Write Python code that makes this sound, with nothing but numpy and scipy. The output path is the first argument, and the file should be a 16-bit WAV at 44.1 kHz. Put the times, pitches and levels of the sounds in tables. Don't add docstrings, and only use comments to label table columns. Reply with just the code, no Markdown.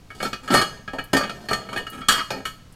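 import sys
import numpy as np
from scipy import signal
from scipy.fft import irfft
from scipy.io import wavfile

SR = 44100
rng = np.random.default_rng(int(sys.argv[2]) if len(sys.argv) > 2 else 0)


def wrap_up_sound(samples):
    columns = np.atleast_2d(samples).T
    tamed = np.clip(columns, -1, 1)
    steps = np.round(tamed * 32767).astype(np.int16)
    wavfile.write(sys.argv[1], SR, steps)


N = 121275

# [f/Hz, relative level/dB]
RUMBLE_SPECTRUM = [(25, -2), (190, -8), (400, -20), (1600, -28), (5000, -32.5), (16000, -46.5)]
# [t/s, thud level/dB, clank level/dB, upper clank level/dB,
# high ring level/dB, tick level/dB, favoured f/Hz, second favoured f/Hz, ring length factor (held to 0.2-1.3)]
KNOCKS = [(0.102, -48, -37.5, -53, -59, -62, 1655, 2233, 0.97),
          (0.201, -36.5, -29, -43, -46.5, -55, 1331, 2233, 2.7),
          (0.226, -27, -25.5, -37.5, -35.5, -37, 2233, 4317, 1.0),
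          (0.329, -34, -27.5, -35.5, -36.5, -49, 1331, 4574, 0.52),
          (0.476, -39.5, -28, -39.5, -44.5, -48.5, 1655, 1331, 2.5),
          (0.502, -19, -27.5, -33.5, -34, -56, 267, 1331, 0.46),
          (0.538, -14.5, -16, -33, -26.0, -27, 577, 1290, 1.9),
          (0.546, -35, -16.5, -28, -35, -49, 1190, 4317, 1.9),
          (0.614, -30, -37, -29.5, -29.5, -38, 1824, 2998, 0.78),
          (0.876, -38.5, -29.5, -44.5, -49.5, -64, 1655, 2233, 0.88),
          (0.932, -28.5, -33, -48, -50.5, -56, 637, 1290, 1.5),
          (0.984, -31, -26, -36.5, -44.5, -52, 1655, 2950, 0.68),
          (1.131, -16, -20, -28.5, -27.5, -31, 1555, 367, 0.77),
          (1.145, -18.0, -21.5, -33.5, -37, -64, 267, 1824, 1.6),
          (1.166, -24, -21, -32, -26.5, -31.5, 1655, 4574, 0.78),
          (1.233, -35.0, -33.5, -36, -46, -57, 1824, 2509, 1.03),
          (1.294, -34.5, -29.5, -38.5, -40.5, -52, 1331, 4389, 0.61),
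          (1.485, -34, -29.5, -37.5, -33, -45.5, 1824, 4389, 1.8),
          (1.508, -22.5, -19, -49, -41, -42.0, 1190, 637, 1.2),
          (1.53, -37, -24, -32.5, -27.5, -36, 1331, 4317, 0.58),
          (1.687, -37.5, -34, -46, -49.5, -56.5, 2233, 4317, 1.8),
          (1.728, -48.5, -31, -46.5, -44.5, -48.5, 1331, 4389, 0.75),
          (1.76, -29, -26.5, -38, -40.5, -48.5, 2509, 1655, 1.1),
          (1.773, -49, -27, -36, -42.5, -50, 1824, 2998, 0.66),
          (1.866, -43, -31.5, -39.5, -47, -55, 1331, 2893, 0.81),
          (2.014, -44, -32.5, -42, -53.5, -72.5, 1331, 3285, 1.8),
          (2.084, -25.0, -17, -19.5, -20, -20, 1190, 1824, 0.65),
          (2.119, -31.0, -25, -24, -26.5, -31, 1262, 3224, 1.9),
          (2.303, -27.5, -29, -39, -35, -44.5, 2440, 1555, 1.0),
          (2.452, -39, -26.5, -31, -37.5, -39, 2233, 2950, 0.98)]
# [t/s, length/s, thud level/dB, clank level/dB, upper clank level/dB,
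# high ring level/dB, tick level/dB, favoured f/Hz, second favoured f/Hz]
SCRAPES = [(0.147, 0.082, -45, -49, -55, -51, -55.5, 193, 1331),
           (0.227, 0.049, -32, -28.5, -41, -38.5, -50.5, 1331, 4317),
           (0.429, 0.081, -45, -47.5, -60, -53.5, -56, 193, 4317),
           (0.506, 0.032, -20.5, -21.5, -35.5, -33, -36, 193, 1331),
           (0.555, 0.07, -26.5, -21.5, -35, -30, -38, 1655, 4317),
           (0.646, 0.16, -46.5, -57, -59, -60, -82, 193, 6500),
           (1.169, 0.081, -32.5, -27.5, -50.5, -43, -72, 1655, 4574),
           (1.301, 0.16, -43.5, -51, -60.5, -56.0, -61.5, 193, 1824),
           (1.559, 0.11, -41, -45, -53, -63, -68, 1190, 4270),
           (1.713, 0.11, -38, -57, -46.5, -57, -59, 267, 6591),
           (1.92, 0.092, -39.5, -40, -50.5, -56.0, -55, 193, 1262),
           (2.088, 0.029, -61, -17, -23.5, -31, -35, 1655, 4574),
           (2.136, 0.065, -40, -27.0, -39.5, -39.5, -58, 1262, 2950),
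           (2.307, 0.1, -35, -39.5, -54.5, -56, -63, 130, 1290)]
# [t/s, level at onset/dB, f/Hz]
TICKS = [(1.04, -41, 11000), (1.9, -37, 11600), (1.78, -40, 9950), (2.724, -50, 9100), (2.305, -31.5, 4200)]
PIPE_HZ = [1190, 1262, 1290, 1331, 1555, 1655, 1824, 2233, 2311, 2440, 2509, 2893, 2950, 2998, 3165, 3224,
           3285, 4317, 4389, 4574, 4987, 6200, 6591, 7987, 8473, 9485]
PIPE_DB = [1.5, -2.5, 2.5, -3, -5, -3, -1, -7.5, -8.5, -11.5, -12, -4, -3, -7.5, -12, -6.5, -3.5, -2.5,
           -8.5, -5, -6, -22.5, -17, -18.5, -8, -10]
# [f/Hz, t60/s]
PIPE_T60 = [(1200, 0.15), (4800, 0.3), (6600, 0.45), (8000, 0.12)]
# [f/Hz, level among the frame modes/dB]
FRAME_MODES = [(129.6, -4.5), (193.4, -4.5), (267.3, -4), (367.5, -6), (422.3, -2.5), (524.6, -9.5),
               (576.5, -7.5), (637.7, -8.5)]
# [f/Hz, relative level/dB]
CLATTER_SPECTRUM = [(100, -28), (180, 5), (300, -1.5), (650, 3), (950, 4), (1400, 1), (1800, -1),
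                    (2050, -7.5), (2400, -7.5), (2700, -10.5), (3150, 6.5), (3900, -7.5), (5000, -5),
                    (9300, -34), (15500, -35.5)]
EDGES_HZ = (1060, 2550, 3800, 7000)

RUMBLE_DB = -47.5
MAINS_HZ, MAINS_DB = 119, -54.5
FRAME_DB = -3
FRAME_T60_S, FRAME_T60_HZ = 0.18, 285
OVERTONE_DB, OVERTONE_T60_S = -17.5, 0.2
SPOT_DB, SPOT_WIDTH = 8.5, 0.014
SCATTER_DB = 4
DETUNE = 0.002
TWIN_DB, TWIN_SPLIT = -11, 0.0071
CLATTER_DB, CLATTER_T60_S, THUD_T60_S = 10, 0.11, 0.19
SOFT_RANGE_DB = 30
SOFT_SPOT_DB, SOFT_CLATTER_DB = 2, -5
ATTACK_S, RING_S = 0.0022, 0.7
BLOW_S = 0.015
THUD_LOW_HZ = 128
BUMP_HZ, BUMP_DB, BUMP_T60_S = 43.8, -16, 0.27
ROOM_DB, ROOM_T60_S, ROOM_TREBLE_T60_S, ROOM_GAP_S = -11.5, 0.46, 0.44, 0.0051
SLIPS_PER_S, SLIP_SCATTER_DB = 300, 2
PRESSED_LENGTH = 0.67
RUB_BASS_DB, RUB_BASS_HZ = 9.5, 223
TICK_T60_S = 0.058
TOP_HZ = 15800


def undb(db):
    return 10 ** (np.asarray(db) / 20)


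def rms(x):
    return np.sqrt(np.mean(x ** 2)) + 1e-12


def fade(t, t60):
    return np.exp(-np.log(1000) * t / t60)


def cut(x, hz, kind, order=4):
    return signal.sosfilt(signal.butter(order, hz, kind, fs=SR, output="sos"), x)


def add(out, start, x):
    i = int(start * SR)
    out[i:i + len(x)] += x[:len(out) - i]


def noise(points, size):
    hz, db = np.array(points, float).T
    f = np.maximum(np.fft.rfftfreq(size, 1 / SR), 1)
    phases = np.exp(2j * np.pi * rng.random(len(f)))
    x = irfft(phases * undb(np.interp(np.log(f), np.log(hz), db)), size)
    return x / rms(x)


def background():
    rumble = undb(RUMBLE_DB) * noise(RUMBLE_SPECTRUM, N)
    hum = np.sqrt(2) * np.sin(2 * np.pi * MAINS_HZ * np.arange(N) / SR)
    return rumble + undb(MAINS_DB) * hum


def metal(t, count=90):
    pipe_t60 = np.interp(PIPE_HZ, *np.array(PIPE_T60).T)
    pipe = list(zip(PIPE_HZ, PIPE_DB, pipe_t60))
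    frame = [(hz, db + FRAME_DB, FRAME_T60_S * np.sqrt(FRAME_T60_HZ / hz)) for hz, db in FRAME_MODES]
    upper = [(hz, OVERTONE_DB - 6 * max(np.log2(hz / 7000), 0), OVERTONE_T60_S)
             for hz in rng.uniform(2900, 15000, count)]
    hz, db, t60 = np.array(pipe + frame + upper).T
    turn = (2 * np.pi * hz[:, None] * t).astype(np.float32)
    decay = fade(t, t60[:, None]).astype(np.float32)
    return hz, db, np.sin(turn) * decay, np.cos(turn) * decay


def response(t, modes, spots_hz, soft):
    hz, db, sines, cosines = modes
    nearness = sum(np.exp(-(np.log(hz / spot) / SPOT_WIDTH) ** 2) for spot in spots_hz)
    favour_db = (SPOT_DB + soft * SOFT_SPOT_DB) * nearness
    ring = 0
    for weight_db, shift in ((favour_db, DETUNE), (TWIN_DB, TWIN_SPLIT)):
        gain = undb(db + SCATTER_DB * rng.standard_normal(len(hz)) + weight_db)
        angle = 2 * np.pi * rng.random(len(hz))
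        tones = (gain * np.cos(angle)).astype(np.float32) @ sines
        tones = tones + (gain * np.sin(angle)).astype(np.float32) @ cosines
        ring = ring + np.interp(t * (1 + shift * rng.standard_normal()), t, tones)
    dense = noise(CLATTER_SPECTRUM, len(t))
    low = cut(dense, EDGES_HZ[0], "low", order=3) * fade(t, THUD_T60_S)
    high = cut(dense, EDGES_HZ[0], "high", order=3) * fade(t, CLATTER_T60_S)
    clatter = undb(CLATTER_DB + soft * SOFT_CLATTER_DB) * (low + high)
    return (ring + clatter) * np.minimum(t / ATTACK_S, 1)


def damped(t, length):
    return fade(t * (1 / np.clip(length, 0.2, 1.3) - 1), 0.25)


def voiced(x, levels_db, length):
    a, b, c, d = EDGES_HZ
    thud = cut(cut(x, a, "low", order=8), THUD_LOW_HZ, "high", order=2)
    bands = thud, cut(x, (a, b), "band"), cut(x, (b, c), "band"), cut(x, (c, d), "band"), cut(x, d, "high")
    first = int(length * SR)
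    return sum(band * undb(db) / rms(band[:first]) for band, db in zip(bands, levels_db))


def knocks(t, modes):
    out = np.zeros(N)
    for start, thud, clank, upper, high, tick, *spots_hz, length in KNOCKS:
        soft = np.clip((clank - tick) / SOFT_RANGE_DB, 0, 1)
        blow = response(t, modes, spots_hz, soft) * damped(t, length)
        add(out, start, voiced(blow, (thud, clank, upper, high, tick), BLOW_S))
    return out


def shudder(t):
    out = np.zeros(N)
    for start, _, clank_db, *_ in KNOCKS:
        rumble = cut(rng.standard_normal(len(t)), BUMP_HZ, "low", order=2)
        add(out, start, undb(clank_db + BUMP_DB) * rumble / rms(rumble) * fade(t, BUMP_T60_S))
    return out


def garage(x):
    t = np.arange(SR) / SR
    air = rng.standard_normal(SR)
    low = cut(air, 2050, "low", order=1) * fade(t, ROOM_T60_S)
    treble = cut(air, 2500, "high", order=1) * fade(t, ROOM_TREBLE_T60_S)
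    tail = (low + treble) * (t > ROOM_GAP_S)
    tail = tail / np.sqrt(np.sum(tail ** 2))
    return x + undb(ROOM_DB) * signal.fftconvolve(x, tail)[:N]


def scrapes(t, modes):
    out = np.zeros(N)
    for start, length, *levels_db, spot_hz, other_hz in SCRAPES:
        slip_now = rng.random(len(t)) < SLIPS_PER_S / SR
        slips = slip_now * undb(SLIP_SCATTER_DB * rng.standard_normal(len(t)))
        slips[0] = 1
        slip_sound = response(t, modes, (spot_hz, other_hz), soft=0) * damped(t, PRESSED_LENGTH)
        drag = signal.fftconvolve(slips * (t < length), slip_sound)
        drag = drag + undb(RUB_BASS_DB) * cut(drag, RUB_BASS_HZ, "low", order=1)
        add(out, start, voiced(drag, levels_db, length))
    return out


def ticks(t):
    out = np.zeros(N)
    for start, db, hz in TICKS:
        band_hz = (0.8 * hz, min(1.25 * hz, 0.45 * SR))
        hiss = cut(rng.standard_normal(len(t)), band_hz, "band", order=2)
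        add(out, start, undb(db) * hiss / rms(hiss) * fade(t, TICK_T60_S))
    return out


def scene():
    t = np.arange(int(RING_S * SR)) / SR
    modes = metal(t)
    contacts = knocks(t, modes) + scrapes(t, modes) + ticks(t)
    return (garage(contacts) + shudder(t) + background())[None]


def record(dry):
    top_cut = signal.ellip(8, 0.2, 70, TOP_HZ, fs=SR, output="sos")
    return signal.sosfilt(top_cut, np.clip(dry, -1, 1))


dry = scene()
out = record(dry)
wrap_up_sound(out)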